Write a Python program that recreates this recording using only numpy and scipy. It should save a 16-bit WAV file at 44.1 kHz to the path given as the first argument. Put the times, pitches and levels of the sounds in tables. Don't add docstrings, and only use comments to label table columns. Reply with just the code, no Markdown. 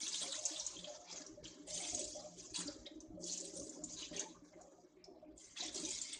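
import sys
import numpy as np
from scipy import signal
from scipy.fft import rfft, irfft
from scipy.io import wavfile
from scipy.ndimage import uniform_filter1d

SR = 44100
rng = np.random.default_rng(int(sys.argv[2]) if len(sys.argv) > 2 else 0)


def unload_wav(signal):
    wavfile.write(
        sys.argv[1],
        SR,
        np.round(np.clip(np.atleast_2d(signal).T, -1, 1) * 32767).astype(np.int16),
    )


N = 272979
TIME = np.arange(N) / SR


def from_db(db):
    return 10 ** (np.asarray(db) / 20)


def rms_one(x):
    return x / np.sqrt(np.mean(x ** 2) + 1e-20)


def in_time(rows):
    s, *columns = np.transpose(rows)
    return [np.interp(TIME, s, c) for c in columns]


def add(out, s, sound):
    at = int(np.clip(s * SR, 0, N - 1))
    out[at:at + len(sound)] += sound[:N - at]


def drift(knots_per_s):
    knots = rng.standard_normal(2048)
    return np.interp(TIME * knots_per_s, np.arange(len(knots)), knots)


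def colour(x, spectrum):
    hz, db = np.transpose(spectrum)
    grid = np.maximum(np.fft.rfftfreq(N, 1 / SR), 1)
    gain = from_db(np.interp(np.log(grid), np.log(hz), db))
    return irfft(rfft(x) * gain, N)


def even(x, span_s):
    power = uniform_filter1d(x ** 2, int(span_s * SR) + 1)
    return x / np.sqrt(np.abs(power) + 1e-12)


def resonance(x, hz, t60):
    r = from_db(-60 / (t60 * SR))
    zeros = (1 - r * r) / 2 * np.array([1, 0, -1])
    poles = [1, -2 * r * np.cos(2 * np.pi * hz / SR), r * r]
    return signal.lfilter(zeros, poles, x + 1e-18)


def bubble(hz, cycles, rise, swell):
    t60_samples = cycles / hz * SR
    age = np.arange(int(t60_samples) + 2) / t60_samples
    shape = (1 - np.exp(-age / swell)) * np.exp(-np.log(1000) * age)
    phase = 2 * np.pi * hz / SR * np.cumsum(1 + rise * (age - swell))
    return shape / shape.max() * np.sin(phase)


def stream(per_s, low_hz, high_hz, cycles, rise, spread_db):
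    out = np.zeros(N)
    for when, size, strength, sign in rng.random((16000, 4))[:int(per_s * N / SR)]:
        ring = bubble(low_hz * (high_hz / low_hz) ** size, cycles, rise, swell=0.042)
        gain = from_db(spread_db * min(-np.log(1 - strength), 4))
        add(out, when * N / SR, np.sign(sign - .5) * gain * ring)
    return out


def scatter(x, t60, delay_s):
    t = TIME[:SR // 2]
    echoes = rng.standard_normal(len(t)) * np.exp(-np.log(1000) * t / t60) * (t > delay_s)
    return signal.fftconvolve(x, echoes / np.linalg.norm(echoes))[:N]


HANDS_MOVE_PER_S = 9


def shifting_scatter(x, t60, delay_s, count=3):
    shares = np.array([drift(HANDS_MOVE_PER_S) for _ in range(count)])
    shares /= np.linalg.norm(shares, axis=0)
    return sum(scatter(x * share, t60, delay_s) for share in shares)


def kitchen(x, near_db, far_db):
    near, far = from_db(near_db), from_db(far_db)
    early = near * shifting_scatter(x, t60=0.083, delay_s=0.0017)
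    late = far * scatter(x, t60=0.38, delay_s=0.0041)
    return (x + early + late) / np.sqrt(1 + near ** 2 + far ** 2)


# frequency in Hz, level in dB against ring_db.
STEEL_MODES = [(3400, 5), (3924, -4), (4295, -8), (4857, 5.5), (5834, -20), (6282, -3), (6816, 3),
               (7266, -4.5), (8048, -13)]


def steel(x, ring_db, t60):
    return x + sum(from_db(ring_db + db) * resonance(x, hz, t60) for hz, db in STEEL_MODES)


ATTACK_POWER = 1.18
SAG_DB_PER_S = 10


def swell_and_fade(start, attack, hold, release_db_per_s):
    age = np.maximum(TIME - start, 0)
    rise = np.minimum(age / max(attack, 1 / SR), 1) ** ATTACK_POWER
    released_s = np.maximum(age - attack - hold, 0)
    return rise * from_db(-SAG_DB_PER_S * age - release_db_per_s * released_s)


# start in seconds before the layer's lag, attack in seconds, hold in
# seconds, release in dB per second before the layer's factor, then fizz, finest spray, squelch and
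# wet slop levels in dB.
SQUEEZES = [(0.0, 0.00037, 0.57, 23, -46, -53, -50.5, -65), (0.183, 0.009, 0.036, 77, -56, -51, -52, -61.5),
            (0.854, 0.014, 0.013, 138, -57, -90, -63.5, -67),
            (1.045, 0.062, 0.021, 124, -54, -98, -56.5, -63),
            (1.138, 0.023, 0.01, 152, -51, -100, -61.5, -68),
            (1.424, 0.0075, 0.055, 87, -60.5, -83, -61, -69),
            (1.656, 0.065, 0.32, 41.5, -47, -52.5, -54, -76.5),
            (1.804, 0.02, 0.013, 169, -64, -71, -52.5, -66.5),
            (2.35, 0.021, 0.017, 34.5, -55.5, -66.5, -68.5, -77),
            (2.53, 0.016, 0.06, 86, -49.5, -54.5, -53.5, -63.5),
            (3.178, 0.062, 0.0081, 86, -51.5, -66, -90, -77), (3.24, 0.032, 0.12, 87, -51, -60.5, -58, -79),
            (3.423, 0.027, 0.014, 124, -52.5, -55, -60.5, -96),
            (3.532, 0.019, 0.073, 177, -55.5, -57, -71, -77),
            (3.636, 0.011, 0.014, 167, -66, -57.5, -69, -91),
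            (3.701, 0.008, 0.05, 138, -60, -68, -76.5, -73.5),
            (3.836, 0.055, 0.14, 66, -55.5, -74, -65.5, -74.5),
            (3.959, 0.057, 0.0082, 146, -55, -67, -50.5, -71),
            (4.119, 0.021, 0.062, 135.5, -60.5, -66.5, -53, -73.5),
            (4.432, 0.0068, 0.0071, 91, -70, -81, -99, -81.5),
            (4.57, 0.032, 0.22, 120, -75, -91.5, -99, -91),
            (5.352, 0.053, 0.069, 46, -59.5, -67.5, -70.5, -85),
            (5.548, 0.023, 0.064, 133, -48.5, -69, -50.5, -66.5),
            (5.721, 0.029, 0.32, 63, -50.5, -54, -53, -67.5),
            (6.116, 0.01, 0.0057, 202, -76, -59, -50.5, -87)]
# fizz, spray, squelch and slop levels in dB.
REST_LEVELS_DB = (-99, -104, -89.5, -86.5)
RELEASE_FACTORS = (1, 2.3, 1.23, 0.55)
LAGS_S = (0.012, 0.00059, 0.0036, 0.0036)


def squeezing():
    power = from_db(REST_LEVELS_DB)[:, None] ** 2 * np.ones(N)
    for start, attack, hold, release, *levels_db in SQUEEZES:
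        for layer, (db, factor, lag) in enumerate(zip(levels_db, RELEASE_FACTORS, LAGS_S)):
            envelope = swell_and_fade(start + lag, attack, hold, release * factor)
            power[layer] += (from_db(db) * envelope) ** 2
    return np.sqrt(power)


def froth(bubbles, spectrum, tears_per_s, spread_db, ring_db):
    sizes = rng.choice([-1, 1], N) * from_db(spread_db * np.minimum(rng.exponential(1, N), 4))
    hits = sizes * (rng.random(N) < tears_per_s / SR)
    tears = signal.lfilter([1], [1, -.85], hits + 1e-18)
    return rms_one(colour(tears, spectrum)) + from_db(ring_db) * rms_one(colour(bubbles, spectrum))


PATCH_DB, PATCH_PER_S, PATCHES_PER_OCTAVE = 3.5, 55, 4.5


def ragged(x, count=6):
    band = PATCHES_PER_OCTAVE * np.log2(np.maximum(np.fft.rfftfreq(N, 1 / SR), 1))
    spectrum = rfft(x)
    out = np.zeros(N)
    for k in range(count):
        share = np.maximum(1 - np.abs((band - k) % count - count / 2), 0)
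        out += from_db(PATCH_DB * drift(PATCH_PER_S)) * irfft(spectrum * share, N)
    return out


# frequency in Hz, relative level in dB.
FIZZ_COLOUR = [(2300, -59), (3200, -30.5), (4300, -15.5), (5300, -5), (6500, 1), (7400, -2), (8200, -19),
               (9200, -40), (12000, -72)]
SPRAY_COLOUR = [(4000, -50.5), (7000, 5), (8100, 5), (9000, -2.5), (10000, -12.5), (11500, -27),
                (13500, -39.5)]
SQUELCH_COLOUR = [(900, -59), (1900, -18), (2600, -12), (3300, -5), (4800, -0.5), (5600, -1), (8000, -47)]
SLOP_COLOUR = [(400, -40), (850, 6), (1400, 3.5), (2100, 3), (2800, -1.5), (5000, -40.5)]
SPUTTER_DB, SPUTTER_PER_S = 2, 22
SPIT_DB, SPIT_PER_S = 1.2, 130


def cloth():
    fizz = stream(per_s=1300, low_hz=3580, high_hz=8200, cycles=22, rise=.08, spread_db=5.5)
    fizz = froth(fizz, FIZZ_COLOUR, tears_per_s=3200, spread_db=5.2, ring_db=0)
    fizz = kitchen(steel(fizz, ring_db=-2.0, t60=0.051), near_db=1.0, far_db=-8.0)

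    spray = stream(per_s=1000, low_hz=7740, high_hz=12010, cycles=90, rise=0.06, spread_db=6.0)
    spray = froth(spray, SPRAY_COLOUR, tears_per_s=2200, spread_db=6.5, ring_db=-2)
    spray = kitchen(spray, near_db=8.0, far_db=-17.0)

    squelch = stream(per_s=480, low_hz=2018, high_hz=4585, cycles=48, rise=0.12, spread_db=4.5)
    squelch = froth(squelch, SQUELCH_COLOUR, tears_per_s=2400, spread_db=4.8, ring_db=2)
    squelch = kitchen(steel(squelch, ring_db=-7, t60=0.017), near_db=0.5, far_db=1)

    slop = stream(per_s=450, low_hz=849, high_hz=2300, cycles=40, rise=0.1, spread_db=3.0)
    slop = froth(slop, SLOP_COLOUR, tears_per_s=900, spread_db=4.0, ring_db=2)
    slop = kitchen(slop, near_db=7.5, far_db=-3.5)

    layers = (even(fizz, 0.058), even(spray, 0.096), even(squelch, 0.11), even(slop, 0.17))
    mix = np.zeros(N)
    for gain, layer in zip(squeezing(), layers):
        mix += gain * from_db(SPUTTER_DB * drift(SPUTTER_PER_S)) * layer
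    return from_db(SPIT_DB * drift(SPIT_PER_S)) * ragged(mix)


# frequency in Hz, level in dB, t60 in seconds.
POT_MODES = [(175.6, 3.5, 0.48), (245, -7, 0.26), (310.5, -8.5, 0.11), (319.2, -5, 0.43), (361.5, -7, 0.39),
             (395, -6.5, 0.16), (553.5, 10, 0.62), (606.7, 11.5, 0.12), (709, 4, 0.13), (809, 1.5, 0.093)]


def pot(x, direct_db):
    ringing = sum(from_db(db) * resonance(x, hz, t60) for hz, db, t60 in POT_MODES)
    return from_db(direct_db) * x + ringing


# time in seconds, gurgle level in dB before GURGLE_DB.
RUNOFF = [(0.0, -60.5), (0.45, -70.5), (1.05, -68.5), (1.35, -60.5), (2.4, -60.5), (3.0, -57.5), (3.9, -57),
          (4.45, -65), (4.95, -69.5), (5.3, -61), (5.5, -72), (6.19, -64)]
# start in seconds, hold in seconds, light trickle level
# in dB, deep gurgle level in dB before GURGLE_DB.
GUSHES = [(0.206, 0.087, -56, -57.5), (0.353, 0.24, -56.5, -90), (0.715, 0.12, -66, -58),
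          (0.836, 0.18, -59, -79), (1.116, 0.088, -61, -58.5), (1.666, 0.18, -55.5, -76),
          (1.919, 0.12, -54, -53), (2.138, 0.12, -58, -78), (2.577, 0.13, -74, -54),
          (3.137, 0.11, -62.5, -55), (3.4, 0.068, -76, -60), (3.523, 0.12, -65, -53),
          (3.746, 0.043, -61.5, -55.5), (4.105, 0.1, -57, -51), (4.518, 0.17, -62.5, -68),
          (4.72, 0.13, -74.5, -68.5), (5.044, 0.087, -65, -67.5), (5.217, 0.11, -69, -74),
          (5.594, 0.14, -63, -56.5), (5.743, 0.13, -61.5, -53)]
GUSH_ATTACK_S, GUSH_RELEASE_DB_PER_S = 0.013, 153
DRIBBLE_DB, DRIBBLE_FOLLOWS = -74, 0.85


def flowing():
    runoff_db, = in_time(RUNOFF)
    dribble_db = DRIBBLE_DB + DRIBBLE_FOLLOWS * (runoff_db - runoff_db.mean())
    power = from_db([dribble_db, runoff_db]) ** 2
    for start, hold, *levels_db in GUSHES:
        envelope = swell_and_fade(start, GUSH_ATTACK_S, hold, GUSH_RELEASE_DB_PER_S)
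        power += (from_db(levels_db)[:, None] * envelope) ** 2
    return np.sqrt(power)


# frequency in Hz, relative level in dB.
GURGLE_COLOUR = [(60, -37.5), (130, -17), (175, -12.5), (310, -0.5), (400, 0.5), (480, -4.5), (700, -44.5)]
TRICKLE_COLOUR = [(350, -13), (470, -4), (590, -4.5), (710, -5), (850, -10.5), (1100, -8.5), (1500, -9),
                  (2000, -43)]
GURGLE_DB = -2.5


def juice():
    trickle_gain, gurgle_gain = flowing()
    deep = stream(per_s=110, low_hz=154.2, high_hz=456.4, cycles=18.3, rise=0.88, spread_db=4.0)
    light = stream(per_s=210, low_hz=475.1, high_hz=1295, cycles=47.0, rise=0.27, spread_db=1.5)
    deep = pot(kitchen(deep, near_db=-17.5, far_db=-5.5), direct_db=-13)
    light = pot(kitchen(light, near_db=-1.5, far_db=-4.0), direct_db=-11.5)
    gurgle = even(colour(deep, GURGLE_COLOUR), span_s=0.088)
    trickle = even(colour(light, TRICKLE_COLOUR), span_s=.08)
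    return from_db(GURGLE_DB) * gurgle_gain * gurgle + trickle_gain * trickle


# time in seconds, rumble level in dB before RUMBLE_TRIM_DB.
RUMBLE_LEVEL = [(0, -82), (0.3, -78), (0.55, -76.5), (0.85, -68.5), (1.05, -86), (1.42, -62), (1.57, -82),
                (1.72, -68), (2.05, -64), (2.3, -70), (3.2, -63.5), (3.38, -91), (3.58, -62.5), (3.77, -80),
                (3.9, -66), (4.25, -72), (4.9, -84), (5.4, -70), (5.58, -83), (5.75, -66.5), (6.19, -75.5)]
# frequency in Hz, relative level in dB.
RUMBLE_COLOUR = [(20, -12), (42, 1.5), (50, 2), (58.5, 11), (68, -4), (80, -10), (115, 4), (170, -25),
                 (560, -85)]
RUMBLE_TRIM_DB, LUMP_DB, LUMPS_PER_S = -1.0, 6.5, 21


def rumble():
    level_db, = in_time(RUMBLE_LEVEL)
    lumps = colour(rng.standard_normal(N), RUMBLE_COLOUR) * from_db(LUMP_DB * drift(LUMPS_PER_S))
    return from_db(level_db + RUMBLE_TRIM_DB) * even(lumps, span_s=0.27)


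# frequency in Hz, relative level in dB.
STILL_COLOUR = [(50, -11), (200, 3), (500, 11.5), (1200, -7.5), (3000, -29), (7000, -73), (10000, -38),
                (15000, -13)]
STILL_DB = -80.5


def room_tone():
    return from_db(STILL_DB) * rms_one(colour(rng.standard_normal(N), STILL_COLOUR))


# start in seconds, pitch in Hz, level in dB before
# PLUNK_TRIM_DB and the pot.
PLUNKS = [(0.022, 304, -51), (0.259, 2250, -46), (0.339, 1890, -46), (0.505, 310, -49.5), (0.52, 600, -58),
          (0.783, 177.6, -55.5), (0.868, 599, -52), (0.896, 581, -52), (1.29, 314, -50.5),
          (1.371, 582, -54.5), (1.446, 317, -51.5), (1.593, 292, -48.5), (1.681, 637, -59),
          (1.745, 175, -54), (1.777, 634, -64), (1.816, 342, -53), (1.879, 314, -51.5), (1.989, 538, -51.5),
          (2.016, 336, -50.5), (2.151, 588, -50), (2.241, 599, -54.5), (2.37, 377, -52.5),
          (2.58, 177, -49.5), (2.653, 287, -43.5), (2.674, 285, -44.5), (2.68, 569, -49),
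          (2.863, 563, -54.5), (2.954, 317, -47), (3.098, 320, -49), (3.13, 180, -55), (3.17, 561, -50.5),
          (3.24, 340, -46), (3.409, 341, -52), (3.42, 537, -53.5), (3.473, 395, -51), (3.558, 538, -48.5),
          (3.59, 547, -46), (3.605, 377, -56), (3.661, 420, -52), (3.691, 319, -50.5), (3.782, 300, -49.5),
          (3.784, 614, -60.5), (3.825, 302, -51), (3.852, 246, -51.5), (4.118, 596, -61),
          (4.149, 388, -50.5), (4.295, 322, -52), (4.416, 294, -54), (4.557, 328, -53.5), (4.602, 718, -57),
          (4.78, 712, -62), (4.834, 357, -56.5), (4.966, 369, -56), (5.076, 383, -51), (5.108, 350, -55),
          (5.16, 656, -61.5), (5.222, 630, -56), (5.28, 311, -50.5), (5.645, 1970, -53), (5.621, 735, -50),
          (5.647, 321, -48), (5.782, 327, -51), (5.794, 177, -54.5), (5.829, 314, -42)]
PLUNK_TRIM_DB, SURFACING_S = -1.0, 0.0058


def plunks():
    out = np.zeros(N)
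    for (s, hz, db), glide in zip(PLUNKS, rng.standard_normal(len(PLUNKS))):
        cycles = 27 * np.sqrt(hz / 320)
        ring = bubble(hz, cycles, rise=0.15 + 0.22 * glide, swell=0.1906)
        surfacing = np.minimum(TIME[:len(ring)] / SURFACING_S, 1)
        add(out, s, from_db(db + PLUNK_TRIM_DB) * ring * surfacing)
    return pot(out, direct_db=-1.5)


# start in seconds, peak of the dry ring in dB,
# pitch in Hz.
POPS = [(0.065, -39.5, 3370), (0.079, -31, 6250), (0.132, -39, 4860), (0.193, -38, 6500),
        (0.215, -38.5, 3850), (0.23, -41, 4830), (0.453, -25, 7040), (0.4557, -26.5, 6330),
        (0.560, -39, 3510), (0.597, -32, 5770), (0.604, -45, 4300), (0.609, -42.5, 3800),
        (0.6647, -27.5, 6600), (0.766, -46, 3270), (0.789, -41, 3420), (0.843, -40, 3305),
        (1.113, -42, 5040), (1.2182, -45.5, 5000), (1.264, -41.5, 5730), (1.454, -41.5, 3140),
        (1.8397, -42.5, 3400), (1.898, -33, 6740), (1.9483, -27, 6660), (1.993, -30, 7900),
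        (2.0418, -34.5, 7000), (2.543, -39, 4600), (2.553, -49.5, 2660), (2.557, -36, 8060),
        (2.559, -38, 3930), (2.561, -36, 6400), (2.678, -37.5, 4690), (2.858, -50, 3260),
        (2.862, -50.5, 4950), (2.864, -41, 3720), (3.004, -45.5, 6170), (3.241, -36, 6540),
        (3.296, -39, 4300), (3.322, -33.5, 6640), (3.335, -31, 6580), (3.3757, -35, 6820),
        (3.402, -34.5, 7430), (3.5553, -43, 6760), (3.597, -39, 6100), (3.694, -38.5, 7040),
        (3.838, -34, 6970), (3.922, -41, 6800), (4.028, -41.5, 2960), (4.157, -47, 3340),
        (4.164, -35, 6260), (4.17, -44.5, 4430), (4.195, -27, 6400), (4.613, -50.5, 6800),
        (5.041, -47.5, 5250), (5.378, -46, 7200), (5.572, -48, 2626), (5.607, -37.5, 3880),
        (5.66, -41, 8000), (5.682, -42, 3500), (5.7454, -36.5, 5700), (5.7577, -37, 6500),
        (5.775, -37, 7200), (5.778, -43, 4360), (5.8497, -33, 6040), (5.850, -41.5, 3600),
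        (5.864, -39, 6500), (5.906, -32.5, 7060), (5.95, -36.5, 6900), (6.015, -29.5, 7260),
        (6.015, -43, 4500), (6.127, -45, 3400), (6.132, -31.5, 8250)]
POP_CYCLES, POP_LOWPASS_HZ = 45, 8400
POP_SPRAY_DB, POP_SPRAY_PEAK_S = -11, 0.0038
BOUNCE_S, BOUNCE_LOSS_DB = .0033, 8.5


def pops():
    out, t = np.zeros(N), TIME[:SR // 20]
    spray_shape = t / POP_SPRAY_PEAK_S * np.exp(1 - t / POP_SPRAY_PEAK_S)
    for (s, db, hz), chance in zip(POPS, rng.standard_normal((len(POPS), len(t)))):
        ring = from_db(db) * bubble(hz, POP_CYCLES, rise=.06, swell=.12)
        for k in range(4):
            delay_s = BOUNCE_S * k * (1 + .1 * chance[k])
            add(out, s + delay_s, from_db(-BOUNCE_LOSS_DB * k) * ring)
        spit = resonance(resonance(chance, hz, t60=6 / hz), hz, t60=6 / hz)
        add(out, s, from_db(db + POP_SPRAY_DB) * rms_one(spit) * spray_shape)
    out = signal.sosfilt(signal.butter(8, POP_LOWPASS_HZ, fs=SR, output="sos"), out)
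    return kitchen(steel(out, ring_db=-6.0, t60=0.56), near_db=-5.5, far_db=-8.0)


# start in seconds, hold in seconds,
# level in dB, pitch in Hz.
SQUISHES = [(0.216, 0.026, -77, 1150), (0.596, 0.12, -67.5, 990), (1.118, 0.011, -67, 2200),
            (1.218, 0.016, -76, 1070), (1.788, 0.059, -59.5, 2310), (2.559, 0.02, -59, 950),
            (2.592, 0.016, -58.5, 1580), (2.663, 0.04, -65.5, 1380), (2.846, 0.03, -68, 2060),
            (3.484, 0.016, -77, 2040), (4.124, 0.015, -59.5, 1910), (4.188, 0.015, -58.5, 1750),
            (4.205, 0.047, -56.5, 830), (4.337, 0.018, -67, 1120), (4.518, 0.019, -73.5, 1990),
            (4.582, 0.016, -72, 1130), (4.713, 0.016, -74, 1200), (4.96, 0.086, -79.5, 2270),
            (5.237, 0.04, -82.5, 2420), (5.407, 0.14, -75, 2120), (5.554, 0.13, -62, 2060),
            (6.04, 0.11, -62, 2170)]
SQUISH_ATTACK_S, SQUISH_RELEASE_DB_PER_S, SQUISH_CYCLES = 0.011, 267.5, 22


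def squishes():
    bubbles = stream(per_s=1200, low_hz=866, high_hz=3330, cycles=26, rise=0.14, spread_db=3.5)
    bubbles = kitchen(bubbles, near_db=10.5, far_db=-6)
    out = np.zeros(N)
    for s, hold, db, hz in SQUISHES:
        envelope = swell_and_fade(s, SQUISH_ATTACK_S, hold, SQUISH_RELEASE_DB_PER_S)
        fold = even(resonance(bubbles, hz, SQUISH_CYCLES / hz), span_s=0.066)
        out += from_db(db) * envelope * fold
    return out


def scene():
    return (cloth() + juice() + rumble() + room_tone() + plunks() + pops() + squishes())[None]


CUTOFF_HZ = 15400


def record(dry):
    return signal.sosfilt(signal.cheby2(12, 70, CUTOFF_HZ, fs=SR, output="sos"), dry)


dry = scene()
out = record(dry)
unload_wav(out)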